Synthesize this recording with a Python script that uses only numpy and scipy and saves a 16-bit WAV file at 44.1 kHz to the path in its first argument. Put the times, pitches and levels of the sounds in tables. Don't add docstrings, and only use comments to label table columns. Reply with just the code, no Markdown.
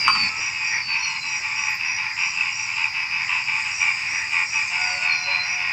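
import sys
import numpy as np
from scipy import signal
from scipy.fft import rfft, irfft
from scipy.io import wavfile
from scipy.ndimage import map_coordinates

SR = 44100
rng = np.random.default_rng(int(sys.argv[2]) if len(sys.argv) > 2 else 0)


def dump_mix(stems):
    frames = np.atleast_2d(stems).T
    limited = np.clip(frames, -1, 1)
    pcm = np.round(limited * 32767).astype(np.int16)
    wavfile.write(sys.argv[1], SR, pcm)


N = 252252

# f/Hz, level/dB per Hz
AIR_SPECTRUM = [(15, -75), (30, -37.5), (65, -20.5), (115, -15), (230, -25), (400, -32.5), (650, -32),
                (800, -22.5), (1630, -23.5), (2500, -16.5), (3150, -37.5), (4200, -26), (5010, -11),
                (6100, -26), (7900, -34), (8250, -45.5), (10000, -50), (15000, -50.5)]
AIR_DB = -39
# t/s, level/dB
AIR_MURMUR = [(0, -59.5), (.9, -63.5), (2.6, -68.5), (3.7, -65.5), (4.2, -62.5), (5.72, -61)]
MURMUR_LOW_HZ, MURMUR_HIGH_HZ = 292, 700
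# t/s, level/dB
BED_LEVEL = [(0, 9), (.1, 2.5), (.27, 4.5), (0.329, 1), (5.72, 1.5)]
# t/s, length/s, f/Hz, level/dB
LOW_HUM = (.03, .28, 215, -44)
# t/s, level/dB
THUMPS = [(.36, -46), (.74, -51), (1.37, -52), (4.1, -51)]

FAR_FROGS_DB, CRICKETS_DB = -33, -41.5
# f/Hz, relative level/dB
CRICKET_WINGS = [(4750, -5), (4890, 2.5), (5030, -2), (5250, -5), (5450, -3.5)]

# t/s, length/s, f/Hz, first partial level/dB, second partial level/dB, fade/dB per s
CROW_NOTES = [(.29, .18, 1305, -43, -60, -20), (4.7, 1.1, 727, -43, -36, -7),
              (4.89, .13, 566, -46, -65, -5), (4.99, .1, 640, -47, -65, -5), (5.25, .4, 566, -46, -65, -35)]
CROW_ONSET_DB, CROW_ONSET_S = 5, .15

# t/s, f/Hz, level/dB
WHISTLES = [
    [(0, 4860, -23), (.075, 4705, -26), (.135, 4640, -21), (.165, 4595, -27), (.225, 4540, -20),
     (.255, 4505, -28), (.292, 4485, -29)],
    [(.56, 4950, -46), (.63, 4770, -38), (.74, 4620, -47), (.82, 4555, -33), (.92, 4530, -31),
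     (.98, 4480, -48), (1.035, 4370, -34), (1.14, 4215, -49), (1.23, 4090, -46), (1.36, 3930, -54)],
    [(4.675, 6420, -44), (4.7, 5900, -53), (4.735, 5250, -39), (4.775, 4990, -37), (4.9, 4630, -37),
     (4.97, 4520, -47), (5.08, 4380, -46), (5.12, 4270, -34), (5.155, 4200, -50), (5.185, 4165, -37),
     (5.23, 4125, -52), (5.34, 4110, -37), (5.37, 4105, -58), (5.4, 4110, -38), (5.5, 4070, -50)],
]
WHISTLE_OCTAVES = [-34, -44.5, -54]
WHISTLE_FLUTTER = [2.0, 4.5, 4.5]
FLUTTER_PER_S = 30
# delay/s, level/dB
TREE_ECHOES = [(.013, -4), (.027, -6), (.046, -10), (.07, -16)]
ECHO_DELAY_SCALE = .9

# strokes/per s, f/Hz, full width/Hz, level/dB
KATYDIDS = [(104.5, 7250, 1800, -48.5), (200, 7400, 2900, -48), (300, 14000, 900, -52)]
# t/s, length/s, row of the singer
BUZZES = [(.1, .64, 0), (1.06, .7, 0), (2.1, .78, 0), (3.2, .8, 0), (4.28, .79, 0), (3.5, 1.56, 1),
          (1.697, .03, 2), (1.742, .035, 2)]

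# t/s, relative level/dB
CHIRPS = [(0.364, -38), (0.646, -37.5), (.965, -38.5), (1.264, -38), (1.557, -37.5), (1.848, -39),
          (2.189, -38), (2.524, -38.5), (3.712, -38.5), (4.08, -39), (4.456, -38.5), (4.809, -40),
          (5.122, -39.5), (5.432, -39.5)]
# delay/s, f/Hz, relative level/dB, gain/dB per stroke
STROKE_PITCHES = [(0, 5753, -1.5, 1.5), (0.014, 5675, -1.5, 0.5), (.026, 5430, -5, -1.5)]
STROKES_PER_S, CHIRP_STROKES = 31, 4
FIRST_STROKE_FLAT = .02

# t/s, strike level/dB
KNOCKS = [(0.0794, -10), (0.085, -15), (.102, -19.5), (0.152, -18), (0.16, -20)]
# f/Hz, relative level/dB, t60/s
WOOD_MODES = [(1118, 0, .06), (1235, -6, .07), (1290, -3, 0.07), (1400, -9, 0.045), (1670, -12, 0.05),
              (2290, -15, .04), (3000, -10, 0.029), (4180, -14, .02), (6120, -20, 0.02), (8350, -23, 0.017)]

# t/s, length/s, level/dB of the first voice
CROAKS = [(0.035, 0.091, -26), (0.125, 0.19, -26.5), (0.385, 0.15, -31), (0.53, 0.3, -29.5),
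          (0.86, 0.18, -27), (1.023, 0.19, -29.5), (1.21, 0.19, -30), (1.402, 0.18, -29),
          (1.55, 0.22, -27.5), (1.781, 0.18, -29.5), (1.956, 0.16, -29), (2.155, 0.14, -27),
          (2.35, 0.19, -27.5), (2.55, 0.2, -31), (2.749, 0.15, -25), (2.918, 0.15, -29), (3.093, 0.17, -29),
          (3.268, 0.16, -26), (3.452, 0.19, -26), (3.622, 0.14, -29.5), (3.786, 0.16, -25),
          (3.93, 0.19, -35), (4.111, 0.14, -31.5), (4.304, 0.16, -24), (4.51, 0.15, -28), (4.69, 0.21, -27),
          (4.849, 0.11, -31.5), (5.0, 0.19, -25), (5.14, .12, -36), (5.243, 0.17, -26.5),
          (5.428, 0.16, -31.5), (5.562, 0.24, -27)]
# t/s, length/s, level/dB of the first voice
DEEP_CROAKS = [(0.703, 0.087, -34), (1.337, 0.13, -38.5), (1.64, 0.14, -40), (2.05, 0.17, -39),
               (4.091, 0.19, -35.5), (5.414, 0.12, -40)]
# ratio to the upper one, level/dB, t60/s
SAC_MODES = [(0.363, -15.5, 0.024), (0.447, -19, 0.024), (0.606, -22, 0.02), (0.801, -16, 0.03),
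             (.96, -7, 0.011), (1.027, -4, 0.013), (1.122, -15, 0.016), (1.498, -28.5, .008)]
SAC_HZ, DEEP_SAC_HZ = 2504, 2030
SIZE_SPREAD = .012
FROG_PULSE_HZ, FROG_SPREAD = 88.4, .04
SAG_PER_S = .3

LOW_EDGE_HZ = 915
FIELD_T60_S, FIELD_DB = 0.23, -4.5
SIDE_HISS_DB, CUTOFF_HZ = -68.5, 15140


def from_db(db):
    return 10 ** (np.asarray(db) / 20)


def rms_one(x):
    return x / np.sqrt(np.mean(x ** 2) + 1e-20)


def add(out, start_s, x):
    at = round(start_s * SR)
    x = x[max(-at, 0):N - at]
    out[max(at, 0):max(at, 0) + len(x)] += x


def ring(drive, hz, t60):
    radius, w = from_db(-60 / (t60 * SR)), 2 * np.pi * hz / SR
    return signal.lfilter([0, np.sin(w)], [1, -2 * radius * np.cos(w), radius ** 2], drive + 1e-18)


def drift(rate, size=N):
    knots = rng.standard_normal(int(size * rate / SR) + 3)
    return np.interp(np.arange(size) * rate / SR, np.arange(len(knots)), knots)


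def swell(length, rise, fall):
    t = np.arange(round(length * SR)) / SR
    return np.clip(np.minimum(t / rise, (length - t) / fall), 0, 1)


def pulses(length, rate, jitter, uneven_db):
    luck = np.random.default_rng(rng.integers(1 << 30))
    count = int(length * rate) + 1
    at = (np.arange(count) + luck.random() + jitter * luck.standard_normal(count)) / rate
    strength = from_db(uneven_db * luck.standard_normal(count))
    keep = (at > 0) & (at < length)
    clicks = np.zeros(round(length * SR) + 2000)
    clicks[(at[keep] * SR).astype(int)] = strength[keep]
    return clicks


def no_bass(x):
    return signal.sosfilt(signal.butter(8, LOW_EDGE_HZ, "high", fs=SR, output="sos"), x)


def field(x):
    t = np.arange(SR // 2) / SR
    tail = rng.standard_normal(len(t)) * from_db(-60 * t / FIELD_T60_S) * (t > .004)
    tail /= np.sqrt(np.sum(tail ** 2))
    return x + from_db(FIELD_DB) * signal.fftconvolve(x, tail)[:N]


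def air():
    hz = np.maximum(np.arange(N // 2 + 1) * SR / N, 1)
    point_hz, point_db = np.transpose(AIR_SPECTRUM)
    colour = from_db(np.interp(np.log(hz), np.log(point_hz), point_db))
    noise = from_db(AIR_DB) * rms_one(irfft(rfft(rng.standard_normal(N)) * colour, N))
    in_middle = (hz > MURMUR_LOW_HZ) & (hz < MURMUR_HIGH_HZ)
    middle = irfft(rfft(noise) * in_middle, N)
    swing_db = np.interp(np.arange(N) / SR, *np.transpose(AIR_MURMUR))
    return noise - middle + middle * from_db(swing_db - swing_db.mean())


def hum():
    out, (s, length, hz, db) = np.zeros(N), LOW_HUM
    shape = swell(length, rise=0.058, fall=0.03)
    noise = rng.standard_normal(SR)[:len(shape)]
    tone = rms_one(ring(ring(noise, hz, t60=0.024), hz, t60=0.027))
    add(out, s, from_db(db) * shape * tone)
    return out


def far_frogs():
    out = np.zeros(N)
    for when, size, length in rng.random((110, 3)):
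        call = croak(.15 + .1 * length, 2000 + 650 * np.sqrt(size))
        add(out, when * N / SR - .1, call)
    return from_db(FAR_FROGS_DB) * rms_one(no_bass(out))


def crickets():
    out = np.zeros(N)
    for hz, db in CRICKET_WINGS:
        clicks = np.zeros(N)
        for strokes_per_s in (47, 59, 78):
            trill = pulses(N / SR, strokes_per_s, jitter=.15, uneven_db=3.5)[:N]
            clicks += trill * from_db(1.2 * drift(4))
        wing = ring(ring(clicks, hz, t60=0.025), hz, t60=0.0067) / 100
        octave = from_db(-48) * ring(clicks, 2 * hz, t60=0.0087)
        out += from_db(db) * (wing + octave)
    return from_db(CRICKETS_DB) * rms_one(out)


def thumps():
    out, low = np.zeros(N), signal.butter(2, 700, fs=SR, output="sos")
    for s, db in THUMPS:
        puff = rms_one(signal.sosfilt(low, rng.standard_normal(3000)))
        add(out, s, from_db(db) * puff * np.hanning(3000))
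    return out


def roosters():
    out = np.zeros(N)
    for s, length, hz, first_db, second_db, fade_db in CROW_NOTES:
        shape = swell(length, rise=.035, fall=.06)
        t = np.arange(len(shape)) / SR
        wavering_hz = hz * (1 + .004 * drift(15)[:len(t)])
        phase = 2 * np.pi * np.cumsum(wavering_hz) / SR
        first = from_db(first_db + 4.0 * drift(25))[:len(t)]
        second = from_db(second_db + 3.5 * drift(25))[:len(t)]
        opened = np.minimum(t / CROW_ONSET_S, 1)
        onset = from_db(CROW_ONSET_DB * (1.5 - opened))
        tone = first * onset * np.sin(phase) + second * opened * np.sin(2 * phase)
        add(out, s, shape * from_db(fade_db * t) * tone)
    return out


def birds():
    out = np.zeros(N)
    for rows, octave_db, flutter_db in zip(WHISTLES, WHISTLE_OCTAVES, WHISTLE_FLUTTER):
        s, hz, db = np.transpose(rows)
        t = np.arange(s[0], s[-1], 1 / SR)
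        phase = 2 * np.pi * np.cumsum(np.interp(t, s, hz)) / SR
        flutter = flutter_db * drift(FLUTTER_PER_S)[:len(t)]
        gain = from_db(np.interp(t, s, db) + flutter)
        edge = np.clip(np.minimum(t - s[0] + 0.0019, s[-1] - t) / 0.0021, 0, 1)
        tone = np.sin(phase) + from_db(octave_db) * np.sin(2 * phase)
        note = np.sqrt(2) * gain * edge * tone
        add(out, s[0], note)
        if s[0] > 0:
            for delay, echo_db in TREE_ECHOES:
                add(out, s[0] + delay * ECHO_DELAY_SCALE, from_db(echo_db) * note)
    return out


def katydids():
    out = np.zeros(N)
    for s, length, singer in BUZZES:
        rate, hz, width_hz, db = KATYDIDS[singer]
        clicks = pulses(length, rate, jitter=0.02, uneven_db=1.2)
        strokes = np.convolve(clicks, np.hanning(round(.6 * SR / rate)), "same")
        noise = rng.standard_normal(SR * 2)[:len(strokes)]
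        edges_hz = [hz - width_hz / 2, hz + width_hz / 2]
        band = signal.cheby2(5, 40, edges_hz, "band", fs=SR, output="sos")
        rasp = signal.sosfilt(band, (strokes + .2) * noise)[:round(length * SR)]
        rasp = ring(rasp, hz, t60=2.5 / width_hz)
        add(out, s, from_db(db) * rms_one(rasp) * swell(length, rise=0.051 * length, fall=0.021))
    return out


def near_cricket():
    out, strokes = np.zeros(N), np.arange(CHIRP_STROKES)
    for delay, hz, pitch_db, gain_db in STROKE_PITCHES:
        clicks = np.zeros((2, N))
        for s, db in CHIRPS:
            at = s + delay + strokes / STROKES_PER_S + .0015 * rng.standard_normal(CHIRP_STROKES)
            stroke_db = db + pitch_db + gain_db * strokes + 1.1 * rng.standard_normal(CHIRP_STROKES)
            clicks[np.minimum(strokes, 1), (at * SR).astype(int)] = from_db(stroke_db)
        for train, wing_hz in zip(clicks, (hz * (1 - FIRST_STROKE_FLAT), hz)):
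            out += from_db(-22.0) * ring(ring(train, wing_hz, t60=0.042), wing_hz, t60=0.02)
    return out


def knock():
    out = np.zeros(N)
    times, strike_db = np.transpose(KNOCKS)
    at = [round(s * SR) for s in times]
    for hz, mode_db, t60 in WOOD_MODES:
        clicks = np.zeros(SR)
        clicks[at] = from_db(strike_db + mode_db + 2.0 * rng.standard_normal(len(at)))
        add(out, 0, ring(clicks, hz, t60))
    crack = rng.standard_normal(1500) * from_db(-60 * np.arange(1500) / SR / 0.051)
    add(out, times[0], from_db(-28.0) * crack)
    dulled = signal.sosfilt(signal.butter(10, 9600, fs=SR, output="sos"), out)
    return no_bass(dulled)


def croak(length, hz):
    luck = rng.standard_normal((1 + len(SAC_MODES), 2))
    pulse_hz = FROG_PULSE_HZ * (1 + FROG_SPREAD * luck[0, 0])
    clicks = pulses(length, pulse_hz, jitter=.015, uneven_db=1.5)
    clicks[:round(length * SR)] *= swell(length, rise=0.03, fall=0.051)
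    out = np.zeros(len(clicks))
    for (ratio, db, t60), (detune, strength) in zip(SAC_MODES, luck[1:]):
        mode_hz = ratio * hz * (1 + 0.025 * detune)
        mode = rms_one(ring(ring(clicks, mode_hz, t60), mode_hz, t60))
        out += from_db(db + 1.43 * strength) * mode
    t = np.arange(len(out)) / SR
    return map_coordinates(out, [(t - SAG_PER_S * t ** 2 / 2) * SR], order=3, prefilter=False)


def frogs():
    out = np.zeros(N)
    for rows, sac_hz in ((CROAKS, SAC_HZ), (DEEP_CROAKS, DEEP_SAC_HZ)):
        for s, length, db in rows:
            hz = sac_hz * (1 + SIZE_SPREAD * rng.standard_normal())
            pair = croak(length, hz) + from_db(-1.5) * croak(length, hz)
            add(out, s, from_db(db) * pair)
    return no_bass(out)


def scene():
    bed = from_db(np.interp(np.arange(N) / SR, *np.transpose(BED_LEVEL)))
    chorus = bed * (far_frogs() + crickets())
    calls = katydids() + near_cricket() + knock() + frogs()
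    straight = bed * air() + hum() + thumps() + roosters() + birds()
    return np.tile(straight + field(chorus + calls), (2, 1))


def record(dry):
    treble = signal.butter(6, 8300, "high", fs=SR, output="sos")
    hiss = signal.sosfilt(treble, rng.standard_normal(N))
    both = dry + from_db(SIDE_HISS_DB) * hiss * [[1], [-1]]
    return signal.sosfilt(signal.ellip(14, .5, 60, CUTOFF_HZ, fs=SR, output="sos"), both)


dry = scene()
out = record(dry)
dump_mix(out)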